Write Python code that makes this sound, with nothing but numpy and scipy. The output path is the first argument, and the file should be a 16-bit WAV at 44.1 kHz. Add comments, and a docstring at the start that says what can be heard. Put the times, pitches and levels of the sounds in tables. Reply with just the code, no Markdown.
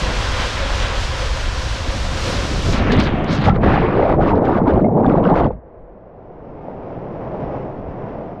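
"""Tube waterslide and its pool, heard from a riding microphone in a waterproof housing.
Water rushes in the ringing tube and air buffets the microphone port. Spray floods the port in the
run-out. The housing plunges into the pool through eddies, air cavities and ringing bubbles.
It surfaces with a water film over the port, so the wash of the pool swells up muffled."""
import sys
import numpy as np
from scipy import signal
from scipy.fft import rfft, irfft, next_fast_len
from scipy.io import wavfile
from scipy.ndimage import map_coordinates

SR = 44100
rng = np.random.default_rng(int(sys.argv[2]) if len(sys.argv) > 2 else 0)


def log_audio(samples):
    """Write samples as a 16-bit WAV file to the path given in sys.argv[1]."""
    # one column per channel
    frames = np.atleast_2d(samples).T
    # limit to full scale, then quantise
    limited = np.clip(frames, -1, 1)
    pcm = np.round(limited * 32767).astype(np.int16)
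    wavfile.write(sys.argv[1], SR, pcm)


N = 370440
TIME_S = np.arange(N) / SR
EXIT_S, DIVE_S, SURFACE_S = 2.72, 3.48, 5.53  # out of the tube, under water, afloat
WET_PORT_HZ, BAND_LIMIT_HZ = 6000, 14500
BURST_TYPICAL_DB, BURST_REST_DB = -30.5, -52.5

# Noise spectra: freq_hz, density_db
SLIDES_SPECTRUM = [(100, -4.5), (300, -6.5), (520, -0.5), (700, -7.5), (1000, -17), (2000, -31),
                   (6000, -88)]  # slides across the pool
SWELL_SPECTRUM = [(12, -1), (32, 3), (55, 3.5), (90, -3), (200, -22.5), (3000, -120)]  # water pressing on the housing
WASH_SPECTRUM = [(50, -26.5), (100, -2), (150, 2), (250, -2), (380, -2.5), (520, -1.5), (680, -2),
                 (950, -10), (1300, -19.5), (2000, -39.5), (4000, -59.5)]  # lapping waves
FOAM_SPECTRUM = [(600, -4.5), (1400, 3), (2000, -1), (2700, -8.5), (3500, -18), (4300, -24.5), (5400, -25),
                 (6400, -30), (8000, -35)]  # foam on the waves
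BUFFET_SPECTRUM = [(10, -16), (25, -1), (50, -0.5), (80, -5), (125, -11.5), (190, -27.5), (400, -31.5),
                   (3000, -120)]  # air on the port
SHEET_SPECTRUM = [(80, -5.5), (200, -0.5), (400, -1.5), (800, -1.5), (1400, 0), (2100, -3.5), (3300, -4.5),
                  (5000, -15), (8000, -26.5), (14000, -80.5)]  # water sheet in the tube
SPRAY_SPECTRUM = [(800, -34), (2500, -9.5), (4000, -0.5), (5500, -2), (7000, -8.5), (8500, -15),
                  (10000, -21), (12000, -28.5), (14400, -45.5)]  # spray in the tube
SPLATTER_SPECTRUM = [(500, -0.5), (1100, 3.5), (1600, 0), (2300, -4), (3300, -7.5), (4500, -10),
                     (6000, -18.5), (8000, -23.5), (13000, -36)]  # run-out splashes
MIST_SPECTRUM = [(2000, -25.5), (4000, -2), (5300, -1), (6500, -2), (7500, -10), (9000, -21),
                 (12500, -25.5), (14400, -43)]  # fine run-out spray
SLAP_SPECTRUM = [(1000, -10.5), (2500, 7), (4000, 3), (5200, -1.5), (6000, -15.5), (9000, -26.5),
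                 (14000, -40)]  # gouts on the port
DIVE_FOAM_SPECTRUM = [(700, -16), (1400, 4.5), (2500, -0.5), (3100, -8), (4300, -17.5), (5500, -25),
                      (8000, -44), (12000, -73)]  # foam dragged under
GURGLE_SPECTRUM = [(600, -19), (1150, 10), (1600, -1), (2200, -7.5), (2700, -17.5), (3400, -26),
                   (5000, -28.5), (9000, -67.5)]  # tearing air
FROTH_SPECTRUM = [(1500, -27.5), (2700, 7.5), (3500, 1), (4300, -7), (5200, -11.5), (6500, -19.5),
                  (8500, -34.5), (12000, -59.5)]  # its finest crackle
POP_SPECTRUM = [(1000, -9.5), (1700, 5.5), (3000, -8), (5000, -24), (8000, -47)]  # its single bubbles
TURBULENCE_SPECTRUM = [(20, -29.5), (55, -11), (85, 4), (130, 1), (220, 1), (330, -7), (500, -9.5),
                       (1000, -36.5), (5000, -120)]  # eddies on the housing
CLOUD_SPECTRUM = [(100, -16.5), (220, 2.5), (310, 3.5), (430, 2.5), (600, 1), (780, -0.5), (1000, -6),
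                  (1300, -14.5), (1800, -12.5), (3000, -50), (10000, -120)]  # bubble cloud

# Waves at the pool surface: time_s, level_db
WAVE_LEVELS = [(5.66, -49.5), (6.06, -47), (6.69, -32), (6.98, -30), (7.53, -24.5), (7.76, -30.5),
               (8.11, -27.5), (8.35, -31)]

# Throb of the tube's air column: centre_hz, width_hz, lift_db
COLUMN_MODES = [(49.3, 22, 2.5)]
# Air resonances across the tube: centre_hz, width_hz, lift_db
CROSS_MODES = [(255, 37, 1), (525.5, 90, 0), (660, 160, 2.5), (1010, 110, 4.5), (1200, 90, 0.5),
               (1635, 160, 1)]
# Main cross resonance along the ride: time_s, level_db
RING_LEVELS = [(0.0, -40), (0.08, -30), (0.24, -40), (0.33, -33), (0.53, -32), (0.66, -29), (0.76, -37),
               (0.85, -29), (1.03, -46), (1.23, -30.5), (1.42, -40), (1.78, -38), (1.95, -36.5),
               (2.12, -38.5), (2.29, -28), (2.45, -36), (2.68, -34.5)]
# Water in the tube: time_s, sheet_db, spray_db
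RIDE_LEVELS = [(0.0, -26, -31), (0.07, -25, -34.5), (0.92, -25, -35.5), (1.1, -28.5, -36),
               (1.2, -26.5, -36.5), (1.33, -28.5, -37), (2.08, -29.5, -36), (2.31, -25.5, -31.5),
               (2.6, -29.5, -36.5), (2.68, -29, -34.5)]
# Waves of the sheet breaking close by: start_s, hold_s, level_db
BREAKERS = [(.39, 0.042, -25.5), (.8, 0.051, -30.5)]
# Water washing against the housing in the tube: start_s, hold_s, level_db
SLOSHES = [(0.0, .11, -27.5), (1.9, .3, -33.5), (2.26, 0.45, -28.5)]

# Run-out splashing: time_s, level_db
SPLASH_LEVELS = [(2.74, -28.5), (3.034, -25.5), (3.152, -31.5), (3.25, -32.5), (3.308, -28), (3.42, -31.5),
                 (3.46, -23)]
# Spray sheets sweeping the port clear: start_s, hold_s, level_db
SPRAY_SWEEPS = [(2.7, 0.032, -35.5), (2.918, 0.0062, -46), (2.997, .006, -51.5), (3.035, 0.011, -43.5),
                (3.32, 0.025, -41), (3.37, .06, -54.5), (3.44, 0.016, -43.5)]
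# Water film on the port, thinned by spray: time_s, cutoff_hz
FILM_CUTOFFS = [(2.75, 6000), (2.82, 3200), (2.9, 2900), (2.925, 4800), (2.965, 3260), (3.0, 4850),
                (3.05, 5200), (3.09, 3580), (3.26, 3160), (3.3, 5560), (3.36, 6700), (3.4, 4200),
                (3.46, 4440)]
# Gouts of spray hitting the port: start_s, level_db, t60_s
SLAPS = [(2.897, -30, .03), (2.918, -22, .1), (2.987, -26, .1), (2.998, -22, .07), (3.31, -28, .08),
         (3.446, -29, .05)]
# Drops striking the port: start_s, level_db
DROPS = [(2.785, -20), (2.921, -15), (2.967, -27), (3.0, -12), (3.036, -22), (3.244, -26), (3.322, -23.5),
         (3.419, -26)]

# Foam dragged under by the dive: time_s, level_db
DIVE_FOAM_LEVELS = [(3.64, -30.5), (3.77, -28), (3.92, -36), (4.07, -35.5), (4.125, -33.5)]
# Bubbles bursting on the housing: start_s, level_db
CRACKS = [(3.926, -30), (4.0947, -33), (4.2846, -29), (4.3566, -34), (4.453, -24.5), (4.5731, -39),
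          (4.6878, -36), (4.738, -32), (5.065, -45), (5.0969, -39), (5.251, -37), (5.3423, -34),
          (5.3573, -33), (5.4446, -36)]
# Small bubbles near the port: start_s, level_db, pitch_hz, ring_cycles
PINGS = [(2.905, -12, 1700, 45), (3.502, -14, 1333, 100), (3.558, -28, 2500, 14), (3.859, -21, 2240, 60),
         (4.024, -21, 2060, 45), (4.257, -22, 1810, 30), (4.293, -22, 2600, 35), (4.452, -22, 1740, 16),
         (4.844, -32, 2130, 150), (5.046, -21, 1500, 50), (5.064, -31, 3500, 55), (5.097, -22, 2400, 18),
         (5.1, -19, 1350, 40), (5.124, -36, 3600, 22), (5.183, -38, 3700, 20), (5.24, -29, 3100, 35),
         (5.251, -27, 2850, 50), (5.255, -19, 1520, 55), (5.263, -45, 4970, 90), (5.299, -32, 3200, 24),
         (5.341, -12, 1000, 30), (5.445, -30, 2800, 25), (5.507, -18, 850, 26)]
# Large air pockets collapsing close by, then from 5.98 s waves lapping at the pool surface: start_s, level_db,
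# pitch_hz
GULPS = [(3.482, -4, 726), (3.561, 2.5, 480), (3.634, -2, 710), (3.679, -6, 466), (4.183, -2, 409),
         (4.261, -3, 587), (4.42, 2, 680), (4.777, 4, 724), (4.845, 6, 564), (5.505, 1.5, 473),
         (5.982, -30, 536), (6.063, -29, 536), (6.31, -20, 624), (6.444, -19, 557), (6.533, -24, 431),
         (6.683, -3, 570), (7.271, -8, 622), (7.436, -6, 635), (7.545, -3, 665), (7.681, -12, 675)]
# Big trapped air cavities: start_s, peak_db, start_hz, end_hz, length_s
CAVITIES = [(2.89, -15.5, 220, 275, .09), (2.94, -10.5, 224, 206, .1), (3.42, -14, 90, 98, .11),
            (3.64, -15, 75, 85, .07), (3.65, -17, 255, 280, .07), (3.68, -15, 118, 128, .08),
            (3.81, -20, 430, 455, .07), (3.97, -22, 95, 130, .08), (3.975, -17.5, 545, 600, .08),
            (4.02, -16.5, 620, 670, .08), (4.2, -20, 335, 355, .08), (4.245, -20, 560, 620, .06),
            (4.745, -16.5, 230, 242, .06), (4.835, -16.5, 100, 108, .22), (4.945, -17.5, 195, 210, .07),
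            (5.02, -17, 205, 222, .06), (5.05, -15.5, 250, 270, .06), (5.085, -17, 113, 125, .07),
            (5.11, -15, 170, 190, .07), (5.18, -18, 465, 450, .07), (5.2, -16, 150, 190, .13)]
# Trapped air tearing apart: start_s, hold_s, level_db
AIR_BURSTS = [(3.468, 0.026, -23.5), (3.555, .006, -30.5), (3.58, 0.04, -46), (3.64, 0.12, -27),
              (3.75, 0.395, -34), (4.215, 0.054, -31), (4.27, 0.04, -28), (4.355, 0.03, -35),
              (4.39, .04, -41.5), (4.45, .13, -32), (4.6, .06, -43), (4.68, 0.033, -30.5),
              (4.745, 0.055, -37.5), (4.85, 0.014, -47), (4.98, 0.03, -43), (5.05, .15, -37),
              (5.245, 0.065, -33.5), (5.31, .05, -43), (5.358, 0.047, -28.5), (5.42, 0.039, -35)]
# Rising air plume around the housing: time_s, pitch_hz
PLUME_PITCHES = [(4.86, 98.4), (5.02, 107), (5.14, 130), (5.31, 159)]
# Water masses pressing on the housing: start_s, hold_s, level_db
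SURGES = [(2.72, 0.46, -20.5), (3.28, .16, -27), (3.48, 0.37, -19.5), (3.85, .2, -27), (4.13, 0.11, -19),
          (4.3, .18, -28), (4.5, .15, -26), (4.73, 0.064, -19), (4.88, .16, -35), (5.07, .23, -26),
          (5.36, 0.13, -22), (5.8, 0.029, -40), (7.88, .04, -29.5)]
# Churn on the housing from the run-out on: time_s, turbulence_db, cloud_db
CHURN_LEVELS = [(2.66, -21, -27.5), (2.94, -17, -21), (2.98, -16, -23.5), (3.27, -23.5, -24),
                (3.32, -14.5, -22), (3.45, -20, -28), (3.474, -13, -18.5), (3.49, -15, -12.5),
                (3.5, -15.5, -25.5), (3.58, -19, -21.5), (3.626, -21, -25), (3.638, -13, -14),
                (3.69, -16, -14.5), (3.81, -18.5, -18), (3.99, -22, -16.5), (4.1, -18.5, -15.5),
                (4.9, -17.5, -17.5), (5.05, -16, -15.5), (5.33, -12.5, -15), (5.38, -24, -16),
                (5.46, -19.5, -17), (5.5, -23, -27)]


def amp(db):
    """Decibels to gain."""
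    return 10 ** (np.asarray(db) / 20)


def unit(x):
    """Scale to rms 1."""
    return x / np.sqrt(np.mean(x ** 2) + 1e-20)


def levels(rows, rise_s, fall_s):
    """One gain curve per dB column; 60 dB fades over rise_s and fall_s outside the rows' span."""
    times_s, *columns_db = np.transpose(rows)
    before = np.maximum(times_s[0] - TIME_S, 0) / rise_s
    after = np.maximum(TIME_S - times_s[-1], 0) / fall_s
    return [amp(np.interp(TIME_S, times_s, db) - 60 * (before + after)) for db in columns_db]


def held(rows, rise_s, fall_s):
    """Gain curve of (start_s, hold_s, level_db) events; the strongest prevails."""
    gains = [levels([(s, db), (s + hold_s, db)], rise_s, fall_s)[0] for s, hold_s, db in rows]
    return np.max(gains, axis=0)


def add_at(track, start_s, sound):
    """Mix a sound into the track in place."""
    track[round(start_s * SR):][:len(sound)] += sound


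def noise():
    """White noise, rms 1."""
    return rng.standard_normal(N)


def wobble(rate_hz):
    """Smooth random curve with knots at rate_hz."""
    knots = rng.standard_normal(int(N * rate_hz / SR) + 4)
    return map_coordinates(knots, [TIME_S * rate_hz], mode="nearest")


def patter(rate_hz, spread_db):
    """Tiny random impacts of unequal size, rms 1."""
    hits = rng.random(N) < rate_hz / SR
    sizes = amp(spread_db * np.minimum(rng.standard_normal(N), 2.5))
    return unit(hits * sizes * rng.choice([-1, 1], N))


def tick(band_sos, decay_s, length):
    """Band-passed decaying noise burst of length samples, peak 1."""
    age_s = np.arange(length) / SR
    burst = signal.sosfilt(band_sos, rng.standard_normal(length) * np.exp(-age_s / decay_s))
    return burst / np.abs(burst).max()


def bubble(age_s, hz, cycles, glide):
    """A bubble rings down 60 dB over its cycles while its pitch rises by the fraction glide."""
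    life = age_s * hz / cycles
    onset = (1 - np.exp(-np.pi * age_s * hz)) ** 2
    return np.sin(2 * np.pi * hz * age_s * (1 + glide * life / 2)) * np.exp(-np.log(1000) * life) * onset


def bubbles(low_hz, high_hz, cycles, glide, spread_db, count):
    """Stream of random bubbles between two pitches, rms 1."""
    when, pitch, size, sustain = rng.random((count, 4)).T[:, :, None]
    hz = low_hz * (high_hz / low_hz) ** pitch
    age_s = np.arange(min(int(SR * cycles / low_hz), 7000000 // count)) / SR
    gain = amp(spread_db * np.minimum(-np.log(1 - size), 3)) * hz / low_hz
    rings = gain * bubble(age_s, hz, cycles * (.5 + sustain), glide)
    index = (when * N).astype(int) + np.arange(len(age_s))
    return unit(np.bincount(index.ravel(), rings.ravel(), N)[:N])


def colour(x, spectrum, modes=()):
    """Minimum-phase filter: spectrum plus resonance humps. Output rms 1."""
    size = 2 * next_fast_len(N // 2 + 8192)
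    hz = np.fft.rfftfreq(size, 1 / SR)
    freq_hz, density_db = np.transpose(spectrum)
    shape_db = np.interp(np.log(hz + 1), np.log(freq_hz), density_db)
    for centre_hz, width_hz, lift_db in modes:
        shape_db += lift_db / (1 + (2 * (hz - centre_hz) / width_hz) ** 2)
    cepstrum = irfft(np.log(amp(shape_db)))
    cepstrum[1:size // 2] *= 2
    cepstrum[size // 2 + 1:] = 0
    return unit(irfft(rfft(x, size) * np.exp(rfft(cepstrum)))[:N])


def muffle(x, cutoff_hz, slope_db_oct, ring_db=0):
    """Moving low-pass with optional resonance near the cutoff."""
    hz, frames_s, spectra = signal.stft(x, SR, nperseg=256)
    ratio = hz[:, None] / np.interp(frames_s, TIME_S, cutoff_hz)
    ring = amp(ring_db / (1 + ((ratio - .95) / .12) ** 2))
    loss = np.sqrt(1 + ratio ** (slope_db_oct / (10 * np.log10(2))))
    return signal.istft(spectra * ring / loss, SR, nperseg=256)[1][:N]


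def pool():
    """Lapping waves and the hollow roar of distant slides, dulled by the wet port."""
    waves, = levels(WAVE_LEVELS, rise_s=.3, fall_s=1)
    afloat = held([(SURFACE_S, N / SR, 0)], rise_s=.05, fall_s=1)
    splashes = patter(rate_hz=900, spread_db=4.5)
    swell = amp(-14.5) * waves + amp(-49.5) * afloat
    rocking = amp(1.1 * wobble(7)) * swell * colour(noise(), SWELL_SPECTRUM)
    wash = amp(.5 + .23 * wobble(19)) * waves * colour(noise() + .5 * splashes, WASH_SPECTRUM)
    foam = amp(-20.5 + .62 * wobble(20)) * waves * colour(noise() + .5 * splashes, FOAM_SPECTRUM)
    slides = amp(-42.5) * afloat * colour(noise(), SLIDES_SPECTRUM, CROSS_MODES)
    return muffle(rocking + wash + foam + slides, np.full(N, WET_PORT_HZ), slope_db_oct=48)


def tube_ring(centre_hz=528, width_hz=68):
    """Air rings across the tube; the pitch wanders as the rider blocks more or less of the bore."""
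    ringing, = levels(RING_LEVELS, rise_s=.1, fall_s=.45)
    lowpass = signal.butter(2, width_hz / 2, fs=SR, output="sos")
    envelope = signal.sosfilt(lowpass, noise() + 1j * noise())
    pitch_hz = centre_hz * (1 + .025 * wobble(7))
    return ringing * unit(np.real(envelope * np.exp(2j * np.pi * np.cumsum(pitch_hz) / SR)))


def tube_ride(buffet_db=-21):
    """Air thumps on the port, the water sheet roars in the tube's modes, spray hisses."""
    sheet, spray = levels(RIDE_LEVELS, rise_s=.1, fall_s=1)
    breaking = held(BREAKERS, rise_s=.17, fall_s=.3)
    sheet = np.hypot(sheet, breaking)
    spray = np.hypot(spray, amp(-14) * breaking)
    buffet = held([(.03, EXIT_S, buffet_db)], rise_s=.11, fall_s=.27)
    air = amp(.6 * wobble(10)) * buffet * colour(noise(), BUFFET_SPECTRUM, COLUMN_MODES)
    sheet *= amp(.18 + .28 * wobble(23))
    roar = sheet * colour(noise() + .5 * patter(rate_hz=2500, spread_db=3.5), SHEET_SPECTRUM, CROSS_MODES)
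    spray *= amp(.5 + 1.3 * wobble(10.75))
    hiss = spray * colour(noise() + .5 * patter(rate_hz=4300, spread_db=-1.5), SPRAY_SPECTRUM)
    wetting_hz = np.interp(TIME_S, [EXIT_S, EXIT_S + .08], [SR / 2, WET_PORT_HZ])
    return air + roar + muffle(hiss, wetting_hz, slope_db_oct=40)


def runout(mist_rest_db=-61):
    """Splashes sound through the port's water film; fine hiss swells as spray sweeps it clear."""
    splashing, = levels(SPLASH_LEVELS, rise_s=.21, fall_s=.055)
    sweeps = held(SPRAY_SWEEPS + [(EXIT_S, DIVE_S - EXIT_S, mist_rest_db)], rise_s=.088, fall_s=.14)
    film_hz = np.interp(TIME_S, *np.transpose(FILM_CUTOFFS))
    impacts = patter(rate_hz=1800, spread_db=4.5)
    splatter = colour(.77 * noise() + impacts, SPLATTER_SPECTRUM)
    splatter = muffle(splatter, film_hz, slope_db_oct=38, ring_db=2)
    droplets = patter(rate_hz=900, spread_db=4.5)
    mist = colour(.53 * noise() + droplets, MIST_SPECTRUM)
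    return amp(3 + wobble(45)) * splashing * splatter + amp(3.2 * wobble(46)) * sweeps * mist


def slaps(rise_s=.002):
    """Gouts of spray hit the port and spatter away."""
    envelope, age_s = np.zeros(N + SR), np.arange(SR // 4) / SR
    spatter = colour(noise() + patter(rate_hz=2500, spread_db=4), SLAP_SPECTRUM)
    onset = 1 - np.exp(-age_s / rise_s)
    for start_s, level_db, t60_s in SLAPS:
        add_at(envelope, start_s, amp(level_db) * onset * np.exp(-np.log(1000) * age_s / t60_s))
    return envelope[:N] * spatter


def drops():
    """Drops tick on the port."""
    track = np.zeros(N + SR)
    port = signal.butter(3, [2500, 6500], "band", fs=SR, output="sos")
    for start_s, level_db in DROPS:
        add_at(track, start_s, amp(level_db - 6.5) * tick(port, decay_s=.0012, length=SR // 10))
    return track[:N]


def cracks():
    """Bubbles burst on the housing with a dry crack."""
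    track = np.zeros(N + SR)
    housing = signal.butter(4, [1800, 4800], "band", fs=SR, output="sos")
    for start_s, level_db in CRACKS:
        add_at(track, start_s, amp(level_db - 5.5) * tick(housing, decay_s=.0022, length=SR // 20))
    return track[:N]


def dive_foam():
    """Tiny bubbles from the dive merge into an even fizz."""
    foam, = levels(DIVE_FOAM_LEVELS, rise_s=.11, fall_s=.11)
    tiny = bubbles(low_hz=1300, high_hz=5000, cycles=16, glide=.05, spread_db=.8, count=12000)
    return foam * colour(noise() + .9 * tiny, DIVE_FOAM_SPECTRUM)


def tearing_gain():
    """How hard trapped air tears under water: bursts over a faint floor."""
    return held(AIR_BURSTS + [(DIVE_S, SURFACE_S - DIVE_S, BURST_REST_DB)], rise_s=.14, fall_s=.14)


def tearing_air():
    """Trapped air tears into gurgle, single pops and a froth that grows faster than either."""
    tearing = tearing_gain()
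    frothing = amp(-46.5) * (tearing / amp(BURST_TYPICAL_DB)) ** 1.65
    medium = bubbles(low_hz=1100, high_hz=2900, cycles=20, glide=.08, spread_db=1.5, count=9000)
    small = bubbles(low_hz=2600, high_hz=6000, cycles=28, glide=.05, spread_db=1.8, count=9000)
    single = bubbles(low_hz=1300, high_hz=4600, cycles=32, glide=.06, spread_db=1.5, count=1500)
    crackle = patter(rate_hz=1500, spread_db=3.5)
    flutter = amp(.65 * wobble(55))
    gurgle = amp(1) * tearing * colour(.45 * noise() + .55 * medium + .9 * crackle, GURGLE_SPECTRUM)
    frothing *= amp(.87 * wobble(70))
    froth = frothing * colour(.35 * noise() + .28 * small + crackle, FROTH_SPECTRUM)
    pops = amp(-11.5) * tearing * colour(single, POP_SPECTRUM)
    return flutter * (gurgle + froth + pops)


def cavities():
    """Big air cavities glug, each wavering along a glide between two pitches."""
    track = np.zeros(N + SR)
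    for start_s, peak_db, start_hz, end_hz, length_s in CAVITIES:
        progress = np.linspace(0, 1, round(length_s * SR))
        waver = .02 * map_coordinates(rng.standard_normal(5), [4 * progress], mode="nearest")
        pitch_hz = (start_hz + (end_hz - start_hz) * progress) * (1 + waver)
        tone = np.sin(2 * np.pi * np.cumsum(pitch_hz) / SR)
        add_at(track, start_s, amp(peak_db) * np.sin(np.pi * progress) * tone)
    return track[:N]


def close_bubbles():
    """Air pockets collapse with a gulp and, once afloat, waves lap with a glug; small bubbles ping."""
    track, age_s = np.zeros(N + SR), np.arange(SR // 10) / SR
    for start_s, level_db, pitch_hz in GULPS:
        add_at(track, start_s, amp(level_db - 8.5) * bubble(age_s, pitch_hz, cycles=13, glide=.16))
    for start_s, level_db, pitch_hz, cycles in PINGS:
        add_at(track, start_s, amp(level_db) * bubble(age_s, pitch_hz, cycles, glide=.022))
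    return track[:N]


def plume_filter(x, q=1.24, gain_db=-3.5):
    """The air plume rings higher as it rises and swallows the bass below its pitch."""
    hz, frames_s, spectra = signal.stft(x, SR, nperseg=4096)
    times_s, pitch_hz = np.transpose(PLUME_PITCHES)
    ratio = hz[:, None] / np.interp(frames_s, times_s, pitch_hz)
    highpass = ratio ** 4 / np.abs(1 - ratio ** 2 + 1j * ratio / q) ** 2
    inside = held([(times_s[0], times_s[-1] - times_s[0], 0)], rise_s=.2, fall_s=.2)
    mix = np.interp(frames_s, TIME_S, inside)
    return signal.istft(spectra * (1 - mix + mix * amp(gain_db) * highpass), SR, nperseg=4096)[1][:N]


def churn():
    """Surges, eddies and air pockets rumble on the housing in a bubble cloud: sloshes, then the dive."""
    turbulence, cloud = levels(CHURN_LEVELS, rise_s=.15, fall_s=.2)
    slosh = held(SLOSHES, rise_s=.69, fall_s=.22)
    surge = held(SURGES, rise_s=.5, fall_s=.33)
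    pockets = bubbles(low_hz=90, high_hz=380, cycles=9, glide=.1, spread_db=.5, count=1600)
    swarm = bubbles(low_hz=280, high_hz=1500, cycles=20, glide=.12, spread_db=.8, count=4000)
    knocks = patter(rate_hz=350, spread_db=3)
    rumble = np.maximum(amp(.25) * turbulence, slosh) * colour(3 * noise() + pockets, TURBULENCE_SPECTRUM)
    # Harder tearing: smaller bubbles, brighter cloud.
    tearing_db = np.maximum(20 * np.log10(tearing_gain() + 1e-9), BURST_REST_DB)
    cutoff_hz = 1700 * 2 ** ((tearing_db - BURST_TYPICAL_DB) / 20)
    bubbling = colour(noise() + .75 * swarm + .2 * knocks, CLOUD_SPECTRUM)
    bubbling = np.maximum(amp(.22) * cloud, amp(-3) * slosh) * muffle(bubbling, cutoff_hz, slope_db_oct=30)
    return surge * colour(noise(), SWELL_SPECTRUM) + plume_filter(rumble) + bubbling


def scene():
    """Tube, run-out, dive and pool, mono."""
    sliding = tube_ride() + tube_ring() + runout() + slaps()
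    diving = churn() + dive_foam() + cavities() + tearing_air() + cracks()
    return (sliding + diving + pool() + drops() + close_bubbles())[None]


def record(dry):
    """Soft clip at 0.9, then a brick-wall low-pass."""
    rounded = dry / (1 + np.abs(dry / .9) ** 6) ** (1 / 6)
    size = next_fast_len(N + SR // 2)
    passband = np.fft.rfftfreq(size, 1 / SR) < BAND_LIMIT_HZ
    return irfft(rfft(rounded, size) * passband, size)[:, :N]


dry = scene()
out = record(dry)
log_audio(out)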